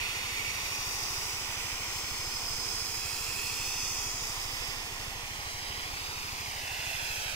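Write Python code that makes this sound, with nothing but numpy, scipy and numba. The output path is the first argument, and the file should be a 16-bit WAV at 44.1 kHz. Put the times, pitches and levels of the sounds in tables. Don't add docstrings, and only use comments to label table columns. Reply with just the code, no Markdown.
import sys
import numpy as np
from scipy import signal
from scipy.fft import rfft, irfft
from scipy.io import wavfile
from scipy.ndimage import uniform_filter1d
from numba import njit

SR = 44100
rng = np.random.default_rng(int(sys.argv[2]) if len(sys.argv) > 2 else 0)


def output_pcm(signal):
    pcm = np.clip(np.atleast_2d(signal).T, -1, 1) * 32767
    wavfile.write(sys.argv[1], SR, np.round(pcm).astype(np.int16))


def gain_from_db(level_db):
    decades = np.asarray(level_db, float) / 20
    return 10 ** decades


N = 324135
TIME_S, FREQ_HZ = np.arange(N) / SR, np.fft.rfftfreq(N, 1 / SR)

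# start_s, level_db, aim_treble_db, bearing_left_minus_right_db
GUN_SWEEP = [(0.0, -41, -6.5, 2.5), (1.04, -36.5, -1, -2), (1.64, -38.5, -2.5, -2.5), (1.88, -39, -2.5, 0),
             (2.7, -37.5, 0, -3.5), (3.11, -38, -1, -2.5), (3.77, -37.5, 0.5, -2), (4.28, -38, -1, -2.5),
             (4.69, -39, -3.5, -4), (4.81, -40.5, -3, -3), (5.24, -43, -4, -1.5), (5.57, -42.5, -3, 0.5),
             (5.65, -42, -4.5, -2), (5.81, -41, -4, -1), (6.47, -40.5, -3.5, -2.0), (6.88, -39, -4.5, -2.5),
             (7.21, -38.5, -3.5, -1.0), (7.35, -40, -6, -3)]
JET_BANDS_HZ = [900, 2500, 5500, 10000]
# by_level_db_per_db, by_aim_db_per_db, by_bearing_db_per_db
BAND_FOLLOW = [
    (.3, 0.08, 0.033),
    (.7, -1.34, 0.1),
    (1.05, 0.94, 3.2),
    (1.05, .2, 0.82),
]
# freq_hz, density_db
SPRAY_SPECTRUM = [(100, -19), (200, -11), (400, 0.5), (1000, -3.5), (1600, -2.5), (2500, 1.5), (4000, -2),
                  (5500, -4), (7000, -5.5), (9000, -12.5), (12000, -11), (16000, -12.5)]
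# freq_hz, level_re_direct_db
SCATTER_SPECTRUM = [(200, -12), (600, -13), (1200, -8), (3000, -5), (7000, -4.5), (14000, 1.5)]
# centre_s, spread_s, ridge_hz,
# width_hz, lift_db
NOZZLE_RIDGES = [(0.43, 0.083, 2260, 150, 8.5), (0.696, 0.23, 2480, 150, 5.5), (1.45, .3, 2520, 150, 4),
                 (3.6, 0.39, 2590, 201, 7.5), (5.722, 0.097, 3230, 250, 5), (6.7, 0.093, 2740, 200, 3.5),
                 (7.05, .25, 2650, 200, 4.5), (1, 0.29, 5000, 280, 6), (1, .3, 5800, 300, 3.5),
                 (1.847, 0.12, 5530, 250, 4), (2.605, 0.36, 5080, 300, 7), (3.297, 0.21, 8500, 2500, 2.5),
                 (3.944, 0.46, 5050, 300, 5), (3.95, .25, 6000, 400, 6.5), (4.65, 0.13, 4970, 250, 3.5),
                 (6.09, 0.36, 4800, 250, 6), (6.85, 0.12, 5100, 250, 0.5), (.05, 0.078, 2550, 250, 5),
                 (2.4, 0.63, 7600, 500, 4), (4.147, .15, 6900, 400, 6), (3.3, .2, 12500, 5000, 3.5),
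                 (7, 0.25, 11500, 5000, 2.5)]
# centre_s, spread_s, centre_hz, width_hz,
# change_db
BRANCH_SHADE = [(1.3, 0.31, 4550, 630, -1.5), (1.7, 0.12, 2600, 600, 0.5), (3.1, 0.36, 3540, 370, -9),
                (3.94, 0.26, 4100, 950, -13), (3.3, 0.37, 6300, 860, -13.5), (3.3, .5, 583, 130, -11),
                (3.56, 0.6, 1530, 190, -7), (6.05, 0.094, 3900, 400, 2), (0.37, 0.68, 3070, 370, -4.5),
                (4.55, 0.43, 4600, 400, -4.5), (0.54, 0.35, 6800, 500, -4), (7.04, 0.36, 1360, 250, -5.5),
                (7.05, .25, 490, 120, -5)]
# start_s, right_direct_ms, left_soil_ms, right_soil_ms
ARRIVALS = [(0, .17, 1.12, 1.065), (.8, .16, 1.12, 1.055), (1.4, .13, 1.11, 1.0), (2, .09, 1.1, .95),
            (2.6, .085, 1.14, .935), (3.1, .07, 1.2, .92), (3.85, .045, 1.17, .89), (4.25, .13, 1.29, 1.04),
            (4.6, .17, 1.27, 1.09), (5.1, .19, 1.26, 1.11), (5.7, .27, 1.38, 1.28), (6.1, .27, 1.17, 1.08),
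            (6.4, .32, 1.3, 1.22), (6.65, .31, 1.42, 1.42), (6.95, .28, 1.49, 1.43),
            (7.35, .255, 1.63, 1.56)]
# start_s, tilt_soil_to_facet (about -1.6 to 1), right_facing_db, right_soil_db
PHONE_TILT = [(0, -1.57, 2, -9.5), (.6, -1.25, -10, -7), (1.1, 0.085, -22, -5.5), (1.6, -0.61, -11, -5),
              (2, -0.96, -35.5, -7), (2.6, 0.16, -28.5, -5.5), (3.1, 1, -23, -9), (3.9, 1, -8.5, -4),
              (4.4, -0.23, -41, -4.5), (5, -0.8, -20, -6.5), (5.5, -1.03, -4.5, -3), (6, 0.53, -8, -7),
              (6.5, 0.67, -27.5, -1.5), (6.9, -0.75, -21, -2.5), (7.35, -0.87, -5, -2)]
GLINT_DB = (-8, -7)
TILT_DB = (-9.5, 7.5)
# least_ms, extra_ms, centre_s, spread_s
FACET_LAG = (.22, .17, 1.8, 1.1)
# delay_ms, level_db
EDGE_BEND = (.21, -1.5)
# left_soil_bass_db, left_facet_db, left_holder_db, right_holder_db
RETURN_DB = (-6.5, -16, -22.5, -12.5)
# centre_hz, width_hz, gain_db
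LEFT_PORT = [(551, 113, -8), (870, 63, -2.5), (1640, 810, -4.5), (2730, 780, 0.5), (3390, 1130, -3.5),
             (5520, 250, 1.5), (6040, 1700, 4), (7600, 510, -2.5)]
RIGHT_PORT = [(1220, 830, 2.5), (2340, 3300, 2.5), (4560, 1060, -2), (5050, 530, 8), (6050, 300, 5.5),
              (6560, 520, 5.5), (8640, 2000, 6.5)]
# round_trip_ms, share
HAND_HOLLOW = [(0.368, 0.027), (0.39, 0.068)]
# start_s, firing_delay_ms
GOVERNOR_DRIFT = [(0, 16.7), (1.1, 16.6), (2, 17.9), (3.4, 18.1), (4.9, 17.0), (5.9, 16.9), (6.4, 17.3),
                  (7.35, 16.2)]
# centre_hz, width_hz, signed_gain
EXHAUST_MODES = [(103, 59, -2.9), (34.5, 68, 1.64), (156, 24, .85)]
# delay_ms, signed_share
THUD_RETURNS = [(18.9, -.26), (35.2, .26), (44.7, -.16)]
# freq_hz, density_db
RUMBLE_SPECTRUM = [(6, 0), (16, -1), (40, -1), (60, -5), (80, -10), (120, -14), (200, -14), (400, -21),
                   (900, -34)]


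def spray():
    noise = nozzle(rng.standard_normal((3, N)))
    scatter = gain_from_db(log_curve(*np.transpose(SCATTER_SPECTRUM)))
    air = rfft(paths(noise[0])) + rfft(noise[1:]) * scatter
    air = air / np.sqrt(1 + scatter ** 2)
    air = air * gain_from_db(log_curve(*np.transpose(SPRAY_SPECTRUM)))
    air = air * [port(LEFT_PORT, HAND_HOLLOW[0]), port(RIGHT_PORT, HAND_HOLLOW[1])]
    loud_db, aim_db, bearing_db = (v - v.mean() for v in curves(GUN_SWEEP))
    out = 0
    flickers_db = (.1, .2, .4, .5)
    for share, (by_loud, by_aim, by_bearing), flicker_db in zip(np.eye(4), BAND_FOLLOW, flickers_db):
        band_db = by_loud * loud_db + by_aim * aim_db + flicker_db * walk(40)
        pan_db = by_bearing * bearing_db
        gain = gain_from_db(band_db + np.array([pan_db, -pan_db]) / 2)
        out = out + gain * irfft(air * log_curve(JET_BANDS_HZ, share), N)
    return set_rms(out, -35)


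def nozzle(noise):
    out = noise.copy()
    for centre_s, spread_s, hz, width_hz, db in NOZZLE_RIDGES + BRANCH_SHADE:
        ends_s = [centre_s - 3 * spread_s, centre_s + 3 * spread_s]
        span = slice(*np.searchsorted(TIME_S, ends_s))
        swell = (gain_from_db(db) - 1) * bump(centre_s, spread_s)[span]
        out[:, span] += swell * np.array([band_pass(v[span], 1. * hz, 1. * width_hz) for v in noise])
    return out


def paths(jet):
    right_ms, left_soil_ms, right_soil_ms = curves(ARRIVALS)
    tilt, facing_db, soil_db = curves(PHONE_TILT)
    soil, facet = (gain_from_db(db + slope * tilt) for db, slope in zip(GLINT_DB, TILT_DB))
    least_ms, extra_ms, centre_s, spread_s = FACET_LAG
    edge_ms, edge_db = EDGE_BEND
    left_soil, left_facet, left_holder, right_holder = gain_from_db(np.array(RETURN_DB))
    treble = apply_gain(jet, 1 / (1 + (2890 / (FREQ_HZ + 1)) ** 4))
    bass = jet - treble

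    left = jet + delay(left_soil * bass + gain_from_db(-11) * treble, left_soil_ms)
    left = left + left_holder * delay(bass, 1.92 * left_soil_ms)
    left = left + left_facet * delay(jet, left_soil_ms + .22)

    facing = gain_from_db(facing_db) * (treble + gain_from_db(edge_db) * delay(treble, edge_ms))
    right = delay(bass + facing, right_ms)
    right = right + delay(gain_from_db(soil_db) * bass + soil * treble, right_soil_ms)
    facet_ms = right_soil_ms + least_ms + extra_ms * bump(centre_s, spread_s)
    right = right + facet * delay(treble, facet_ms)
    right = right + right_holder * delay(bass, right_ms + 2.04)
    return np.array([left, right])


def port(modes, hollow):
    round_trip_ms, share = hollow
    gain = 1 / (1 - share * echo(round_trip_ms))
    for hz, width_hz, db in modes:
        off = detune(hz, width_hz)
        gain = gain * (off + gain_from_db(db / 2)) / (off + gain_from_db(-db / 2))
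    return gain


def engine():
    firing_hz = 12.83
    start_s = np.arange(-1, int(N / SR * firing_hz) + 1) / firing_hz
    jitter, strength = rng.standard_normal((len(start_s), 2)).T
    late_ms = np.interp(start_s, *np.transpose(GOVERNOR_DRIFT)) - 9.3 + .12 * jitter
    at_s = start_s + late_ms / 1000
    pulses = np.bincount((at_s * SR).astype(int) % N, gain_from_db(.6 * strength) * (at_s > 0), N)
    ring = sum(gain / (1 + detune(hz, width_hz)) ** 2 for hz, width_hz, gain in EXHAUST_MODES)
    returns = sum(share * echo(ms) for ms, share in THUD_RETURNS)
    ring = ring * (1 + returns / (1 + (FREQ_HZ / 135) ** 8))
    thud = set_rms(apply_gain(pulses, ring / (1 + (FREQ_HZ / 300) ** 4)), -50)
    return np.array([thud * gain_from_db(-.8), delay(thud, .4) * gain_from_db(.8)])


def pump():
    pump_hz, width_hz = 26.5, 1.54
    turns = np.cumsum(pump_hz + width_hz / 2 * walk(2.2)) / SR
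    hum = gain_from_db(1.6 * walk(2.27)) * np.cos(2 * np.pi * turns)
    return set_rms(hum, -56.0) * gain_from_db(np.array([[-1.6], [1.6]]))


def rumble():
    spectrum = gain_from_db(log_curve(*np.transpose(RUMBLE_SPECTRUM)))
    mid, side = apply_gain(rng.standard_normal((2, N)), spectrum)
    both = mid + gain_from_db(-10) * side * np.array([[1], [-1]])
    return set_rms(both, -51.0) * gain_from_db(1.0 * walk(1.83) + np.array([[-1.4], [1.4]]))


def set_rms(x, db):
    return x * gain_from_db(db) / np.sqrt(np.mean(x ** 2))


def log_curve(hz, values):
    return np.interp(np.log(FREQ_HZ + 1), np.log(hz), values)


def apply_gain(x, gain):
    return irfft(rfft(x) * gain, N)


def delay(x, ms):
    return np.interp(np.arange(N) - ms * SR / 1000, np.arange(N), x)


def echo(ms):
    return np.exp(-2j * np.pi * FREQ_HZ * ms / 1000)


def detune(hz, width_hz):
    return 1j * (FREQ_HZ / hz - hz / (FREQ_HZ + 1)) * hz / width_hz


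def walk(rate_hz):
    hold = int(SR / rate_hz)
    steps = np.repeat(rng.standard_normal(N // hold + 1), hold)
    return 1.3 * uniform_filter1d(uniform_filter1d(steps, hold), hold)[:N]


def curves(table):
    start_s, *columns = np.transpose(table)
    return [np.interp(TIME_S, start_s, column) for column in columns]


def bump(centre_s, spread_s):
    return np.exp(-.5 * ((TIME_S - centre_s) / spread_s) ** 2)


@njit
def band_pass(x, hz, width_hz):
    y, band, low = np.empty(len(x)), 0., 0.
    g, damping = np.tan(np.pi * hz / SR), width_hz / hz
    for i in range(len(x)):
        v = (band + g * (x[i] - low)) / (1 + g * (g + damping))
        band = 2 * v - band
        low = low + 2 * g * v
        y[i] = damping * v
    return y


def scene():
    return spray() + engine() + pump() + rumble()


def roll_off(x):
    return signal.sosfilt(signal.butter(12, 16870, fs=SR, output="sos"), x)


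def record(dry):
    top_hz = 15740
    mix = apply_gain(dry, FREQ_HZ < top_hz)
    return roll_off(mix)


dry = scene()
out = record(dry)
output_pcm(out)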